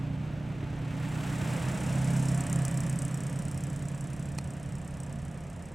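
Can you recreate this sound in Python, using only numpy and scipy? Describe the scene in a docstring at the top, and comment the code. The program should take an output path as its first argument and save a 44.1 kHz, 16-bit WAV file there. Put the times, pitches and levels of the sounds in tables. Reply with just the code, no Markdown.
"""A park road in the open air, stereo microphone at the verge, old cars creeping by over a far drone.
A four-cylinder saloon passes close at idle speed, tyres rushing, fan singing; the microphone swings
round to face it. Once its tail is in view, the leaky exhaust chuffs at every firing. A second engine
slowly gains speed and beats against the first. Dull bumps come from the road early on; near the end
a third engine revs up in the distance and a stone snaps under a tyre."""
import sys
import numpy as np
from scipy import signal
from scipy.fft import rfft, irfft
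from scipy.io import wavfile

SR = 44100
rng = np.random.default_rng(int(sys.argv[2]) if len(sys.argv) > 2 else 0)


def int16_out(signal):
    """Quantize to a 16-bit WAV file."""
    q = np.round(np.clip(np.atleast_2d(signal).T, -1, 1) * 32767)
    wavfile.write(sys.argv[1], SR, q.astype(np.int16))


N = 253134
TIME = np.arange(N) / SR
BINS_HZ = np.maximum(np.arange(N // 2 + 1) * SR / N, 1)
TURN_S, TURN_WIDTH_S = 1, .24   # the microphone swings round to the saloon
REAR_S, REAR_WIDTH_S, REAR_SHARE, REAR_FADE_S = 2.326, 0.09, 0.79, 6   # its tail comes into view

# stereo width at the microphone: (frequency [Hz], side minus mid [dB])
STEREO_WIDTH = [(30, -23), (60, -24), (130, -16), (290, -13.5), (640, -10), (1400, -8.5), (3100, -14),
                (5500, -44), (8500, -11.5), (14000, -0.5)]
# engine speeds: (time [s], firing rate [Hz])
SALOON_RATE = [(0, 32.772), (.9085, 33.594), (1.942, 33.331), (2.949, 32.415), (5.74, 32.082)]
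SECOND_RATE = [(0, 30.206), (.4, 29.827), (1.109, 30.481), (2.042, 33.059), (3.118, 34.727),
               (4.046, 35.068), (5.74, 34.861)]
# the second car's exhaust from the verge: (time [s], gain [dB])
SECOND_LEVEL = [(0, -36.5), (.7, -40.5), (1.3, -35.5), (1.8, -35.5), (2.12, -30.5), (2.6, -37.5),
                (3.8, -38.3), (5.2, -42.5), (5.74, -50.5)]
# each car's silencer: (frequency [Hz], gain [dB])
SALOON_PIPE = [(33, -24), (66, -23), (100, -19.5), (131, 1), (165, -2), (197, -13.5), (230, -19.5),
               (265, -27.5), (295, -31), (328, -30), (400, -47)]
SECOND_PIPE = [(32, -38), (62, -15), (95, -35.5), (121, -1), (137, -0.5), (150, 1), (177, -7), (208, -10.5),
               (240, -33.5), (272, -9), (305, -28.5), (400, -32.5)]
DISTANT_PIPE = [(55, -16), (70, -9), (88, -6), (115, 4), (145, -7), (175, -9), (205, -28), (228, -1),
                (262, -22), (400, -44)]
# how each part of the saloon passes the microphone:
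# (time abreast [s], peak gain [dB], swell [s], fade [s], shade before the turn [dB])
EXHAUST_PASS = (2.5, -32, 0.22, 0.38, 14)
TYRES_PASS = (1.58, -44, 0.74, 0.6244, 6.5)
BAY_PASS = (1.6, -42.5, 0.3, .6, 4)
BODY_PASS = (2, -40.5, 0.96, 0.59, 4)
TREAD_PASS = (1.4, -55, 10, 0.48, 12.5)
LEAK_PASS = (2.5, -46, .52, 0.56, 14.5)
TAIL_PASS = (2.5, -44, 5, 0.25, 0)
# rush, growl and rumble of the cars farther off: (starting gain [dB], fall [dB/s])
FAR_CARS = [(-56.5, 1), (-51, 0.34), (-49.5, 1.5)]
# noise colours: (frequency [Hz], relative density [dB])
FAR_DRONE = [(20, -35), (31, -3), (46, -2.5), (56, -9), (74, -1.5), (80, 7.5), (85, -6.5), (90, 8),
             (98, -5), (140, -3.5), (250, -16), (600, -21.5)]
TYRE_RUSH = [(530, -16), (900, -2.5), (1020, -5), (1430, -3), (2020, -5), (2820, -8.5), (3970, -14.5),
             (5000, -20.5), (6500, -20), (11000, -120)]
TREAD_SIZZLE = [(3800, -15), (4800, 8.5), (6300, 6), (7500, 17), (10000, 6), (12500, 3), (16000, 1)]
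BAY_GROWL = [(330, -42), (400, -4.5), (500, 0.5), (600, 2.5), (700, 0), (780, -3), (870, -13), (940, -6),
             (1020, -9.5)]
BODY_RUMBLE = [(100, 6), (130, -0.5), (170, 6.5), (220, 2), (300, 0), (350, -5.5), (390, -11.5),
               (480, -21.5)]
FAN_TONE = [(780, -16), (860, 3), (890, -2.5), (960, -14), (1900, -18), (2700, -12.5), (3400, -31)]
BUMP_TONE = [(270, -13), (320, 1), (400, 1), (450, -14)]
LEAK_DIRECT = [(3500, -38), (4700, -16), (5400, -4), (6500, -4), (7600, 3), (8500, 5), (9400, -6.5),
               (10500, -2.5), (11500, -10), (12500, -14), (16000, -19)]   # straight from the hole
LEAK_SCATTERED = [(3000, -43), (4700, -12), (5400, -5), (6000, -6), (6600, -6), (7600, -1), (8500, -2.5),
                  (9400, -6.5), (10400, -11.5), (11500, -17.5), (12500, -19), (16000, -29)]   # by way of road and body
STONE_RING = [(3500, 2), (4200, -1), (5600, 1), (7000, -2), (8400, 3), (11000, -18), (15000, -37)]
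# bumps from the road: (time [s], level [dB], length [s])
BUMPS = [(.56, -49.5, .02), (.625, -40, 0.02), (0.744, -54, .02), (0.816, -51.5, 0.039)]
# each cylinder's puff at the leak: (relative level [dB])
CYLINDERS_DB = [14.1, 9.1, 10.3, 9.2]
# firings that spit harder than the rest: (time [s], extra level [dB])
HARD_PUFFS = [(2.528, 1.5), (2.558, 1.5), (2.651, 2.5), (2.682, 5), (2.805, 4.5), (2.989, 5), (3.02, 3),
              (3.051, 5), (3.39, 2.5), (3.483, 5.5), (3.513, 3.5), (3.576, 3.5), (3.885, 0.5), (5.004, 6),
              (5.035, 6.5), (5.408, 4.5), (5.656, 6.5)]
# underbody and tailpipe resonances from behind: (frequency [Hz], width [Hz], relative level [dB])
TAIL_MODES = [(573, 250, -2.5), (687, 25, 2.5), (970, 66, -3), (1150, 320, -6.5), (1737, 210, -6),
              (1921, 40, -5.5), (2427, 340, -13), (2984, 220, -14.5)]
# a stone crunches, then snaps: (time [s], level before the low cut [dB], decay [s], low cut [Hz])
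STONE_BURSTS = [(4.379, -46, 0.0044, 5800), (4.3836, -40, 0.0043, 5500), (4.386, -29.5, 0.0011, 3800)]
# the knock that goes with the snap: (frequency [Hz], level [dB], decay [s])
STONE_KNOCK = [(644, -53, .003), (910, -33, 0.0029), (1260, -36.5, 0.0036), (1950, -35, 0.0021),
               (2440, -32.5, 0.002), (4240, -37, 0.0028)]


def from_db(db):
    """Decibels to gain."""
    return 10 ** (np.asarray(db) / 20)


def rms_one(x):
    """Scale to unit power."""
    return x / np.sqrt(np.mean(x ** 2) + 1e-20)


def in_time(curve):
    """A curve's value at every sample."""
    return np.interp(TIME, *np.transpose(curve))


def at_hz(spectrum, hz):
    """Read a spectrum on a log-frequency axis."""
    points_hz, db = np.transpose(spectrum)
    return np.interp(np.log(hz), np.log(points_hz), db)


def gains(spectrum):
    """Gain at every frequency, falling steeply beyond the spectrum's ends."""
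    (low, low_db), (high, high_db) = spectrum[0], spectrum[-1]
    skirted = [(low / 8, low_db - 90), *spectrum, (high * 8, high_db - 90)]
    return from_db(at_hz(skirted, BINS_HZ))


def colour(x, spectrum):
    """Give a signal a spectrum, at unit power."""
    return rms_one(irfft(rfft(x) * gains(spectrum), N))


def wide_noise(spectrum):
    """Coloured stereo noise, nearly mono in the bass."""
    bins = rng.standard_normal((2, len(BINS_HZ), 2)) @ [1, 1j] * gains(spectrum)
    mid, side = irfft([bins[0], bins[1] * from_db(at_hz(STEREO_WIDTH, BINS_HZ))], N)
    return (mid + side * [[1], [-1]]) / np.std(mid)


def drift(rate_hz, step=32):
    """A slow random wander with spread 1."""
    hz = BINS_HZ[:N // step // 2 + 1]
    bins = rng.standard_normal(len(hz)) + 1j * rng.standard_normal(len(hz))
    slow = irfft(bins / (1 + (hz / rate_hz) ** 4))
    return np.interp(np.arange(N) / step, np.arange(len(slow)), rms_one(slow))


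def pan(x, right_db):
    """Lean a sound to the right."""
    return x * from_db(np.array([[-.5], [.5]]) * right_db)


def after(s, width_s):
    """A smooth step from 0 to 1."""
    return .5 + .5 * np.tanh((TIME - s) / width_s)


def passing(abreast_s, peak_db, swell_s, fade_s, shade_db):
    """Gain in dB of a part of the saloon: 1 / distance, shaded until the microphone turns to it."""
    along = (TIME - abreast_s) / np.where(TIME < abreast_s, swell_s, fade_s)
    return peak_db - 10 * np.log10(1 + along ** 2) - shade_db * (1 - after(TURN_S, TURN_WIDTH_S))


def rear_view():
    """Share of the tail's sound that arrives straight: opens as the rear goes by, shrinks with range."""
    receding = np.exp((REAR_S - TIME) / REAR_FADE_S)
    return np.clip(REAR_SHARE * after(REAR_S, REAR_WIDTH_S) * receding, 0, 1)


def firings(rate, first_s=0):
    """Running count of an engine's firings."""
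    return np.cumsum(rate) / SR - first_s * rate[0]


def far_traffic():
    """Traffic and idling cars drone a long way off."""
    return from_db(-43.5) * wide_noise(FAR_DRONE)


def exhaust(count, rate, pipe, rough, harmonics=12, chamber_hz=178, chamber_width_hz=6):
    """Each firing thumps the silencer: harmonics swell as they slide through the pipe's resonances."""
    uneven = count + rough / 20 * drift(7.6)
    note = 0
    for k in range(1, harmonics + 1):
        # above the chamber's resonance the gas answers half a cycle late
        lag = np.arctan2(chamber_width_hz, chamber_hz - k * rate)
        note = note + from_db(at_hz(pipe, k * rate)) * np.sin(2 * np.pi * k * uneven - lag)
    return np.sqrt(2) * note * (1 + rough * drift(16.0))


def saloon(count, rate):
    """The saloon's exhaust note swells and fades as it idles past, close to the microphone."""
    return from_db(passing(*EXHAUST_PASS)) * exhaust(count, rate, SALOON_PIPE, rough=0.072)


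def second_car():
    """A second engine slowly gains speed, its exhaust note beating against the saloon's."""
    rate = in_time(SECOND_RATE)
    note = exhaust(firings(rate, first_s=.0069), rate, SECOND_PIPE, rough=0.073, chamber_hz=173.8)
    return from_db(in_time(SECOND_LEVEL)) * note


def road_gains():
    """Gains of rush, growl and rumble: the close pass on top of the cars farther off."""
    return [np.hypot(from_db(passing(*part)), from_db(start_db - fall * TIME))
            for part, (start_db, fall) in zip((TYRES_PASS, BAY_PASS, BODY_PASS), FAR_CARS)]


def tread_gain(air_loss=1.27):
    """Gain of the treads' finest sounds, which the air dulls with distance."""
    db = passing(*TREAD_PASS)
    return from_db(db.max() + air_loss * (db - db.max()))


def rolling(count, throb=0.028):
    """Tyres rush over gritty asphalt; engine bay and body growl and rumble in step with the firings."""
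    rush, growl, rumble = road_gains()
    pulse = 1 + throb * np.cos(2 * np.pi * count)
    texture = from_db(1.1 * drift(62))
    tyres = rush * from_db(-0.3) * wide_noise(TYRE_RUSH)
    sizzle = tread_gain() * wide_noise(TREAD_SIZZLE)
    bay = pan(growl * from_db(-2.5) * wide_noise(BAY_GROWL), right_db=1.5)
    body = pan(rumble * from_db(2.5) * wide_noise(BODY_RUMBLE), right_db=2.5)
    return pan(texture * (tyres + sizzle), right_db=.5) + pulse * (bay + body)


def fan(trim_db=-8.5):
    """The cooling fan sings through the grille, mostly while the nose faces the microphone."""
    _, growl, _ = road_gains()
    facing = 1 - rear_view()
    return facing * growl * from_db(trim_db) * colour(rng.standard_normal(N), FAN_TONE)


def grit(trim_db=-23.0, per_s=900, size_spread_db=8.0):
    """Grains of sand pop under the treads, heard only at close range."""
    hits = rng.random(N) < per_s / SR
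    sizes = from_db(size_spread_db * np.minimum(rng.exponential(1, N), 4))
    pops = hits * sizes * rng.choice([-1, 1], N)
    return from_db(trim_db) * tread_gain() * colour(pops, TREAD_SIZZLE)


def bumps():
    """A few soft, hollow bumps from the road."""
    swell = sum(from_db(db) / (1 + ((TIME - s) / length_s) ** 2) ** 2 for s, db, length_s in BUMPS)
    return swell * colour(rng.standard_normal(N), BUMP_TONE)


def leak(count, rate, puff_s=.00095, scatter_s=0.0091, whistle_hz=8150, spread_hz=560, lag_s=.00001):
    """Gas spits through a small hole at each firing: a whistling puff, then scatter off road and body."""
    nth = np.floor(count).astype(int) + 1
    age = count % 1 / rate
    jitter_db, pitch_jitter, length_jitter = rng.uniform(-1.7, 1.7, (nth.max() + 1, 3))[nth].T
    extra_db = np.zeros(nth.max() + 1)
    for s, db in HARD_PUFFS:
        extra_db[round(count[round(s * SR)]) + 1] = db
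    cylinder_db = np.array(CYLINDERS_DB)[(nth - 1) % len(CYLINDERS_DB)]
    strength = from_db(cylinder_db + extra_db[nth] + jitter_db)
    rise = age / (puff_s * np.exp(0.2 * length_jitter))
    puff = rms_one(strength * rise ** 3 * np.exp(-1.5 * rise))
    scatter = rms_one(np.sqrt(strength) * (1 - np.exp(-age / puff_s)) * np.exp(-age / scatter_s) + 0.37)
    whistle = np.sqrt(2) * np.sin(2 * np.pi * (whistle_hz + spread_hz * pitch_jitter) * age)
    jet = rms_one(colour(rng.standard_normal(N), LEAK_DIRECT) + 0.71 * whistle)
    # the puff reaches the right microphone port a little earlier
    port_delay = np.exp(1j * np.pi * BINS_HZ * lag_s * np.array([[-1], [1]]))
    direct = np.sqrt(rear_view()) * irfft(rfft(jet * puff) * port_delay, N)
    scattered = np.sqrt(1 - rear_view()) * scatter * wide_noise(LEAK_SCATTERED)
    return from_db(passing(*LEAK_PASS)) * (direct + scattered)


def tailpipe(count, throb=0.11, far_db=-55.5):
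    """Pulsing gas flow rings the tailpipe and underbody, heard once the rear faces the microphone."""
    response = sum(from_db(db) / (1 + 1j * (BINS_HZ / hz - hz / BINS_HZ) * hz / width) ** 2
                   for hz, width, db in TAIL_MODES)
    flow = rng.standard_normal(N) * (1 + throb * np.cos(2 * np.pi * count))
    level = np.hypot(from_db(passing(*TAIL_PASS)), from_db(far_db))
    return np.sqrt(rear_view()) * level * rms_one(irfft(rfft(flow) * response, N))


def distant_rev(start_s=4.15, idle_hz=50.1, climb_hz_per_s=26, throttle_db=14, opening_s=0.38):
    """Far off a throttle opens: the engine quickly gets louder, then climbs in speed and level."""
    since = np.maximum(TIME - start_s, 0)
    rate = idle_hz + climb_hz_per_s * since
    throttle = np.minimum(since / opening_s, 1)
    gain_db = -66 + throttle_db * throttle + 5 * since   # from a faint idle
    return from_db(gain_db) * exhaust(firings(rate), rate, DISTANT_PIPE, rough=0.25, harmonics=5)


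def stone():
    """A piece of gravel cracks under a tyre in three quick bursts; the last one knocks."""
    crunch = colour(rng.standard_normal(N), STONE_RING)
    out = np.zeros(N)
    age = TIME[:SR // 20]
    for s, db, decay_s, low_hz in STONE_BURSTS:
        span = slice(round(s * SR), round(s * SR) + len(age))
        burst = from_db(db) * crunch[span] * np.exp(-age / decay_s)
        out[span] += signal.sosfilt(signal.butter(2, low_hz, "high", fs=SR, output="sos"), burst)
    for hz, db, decay_s in STONE_KNOCK:
        out[span] += from_db(db) * np.sin(2 * np.pi * hz * age) * np.exp(-age / decay_s)
    return out


def scene():
    """The road from the verge: the saloon close by, the other cars beyond, leaning a little right."""
    rate = in_time(SALOON_RATE)
    count = firings(rate, first_s=.0063)
    lead_s = .0037   # the leak opens just before the exhaust pulse peaks
    lows = saloon(count, rate) + second_car() + far_traffic()
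    chuffs = leak(count + lead_s * rate, rate) + tailpipe(count)
    lows += distant_rev() + bumps()
    return pan(lows, right_db=2.0) + pan(chuffs, right_db=.8) + rolling(count) + fan() + grit() + stone()


def record(dry, cutoff_hz=16000):
    """The top of the treble is cut steeply."""
    return irfft(rfft(dry) / (1 + (BINS_HZ / cutoff_hz) ** 200), N)


dry = scene()
out = record(dry)
int16_out(out)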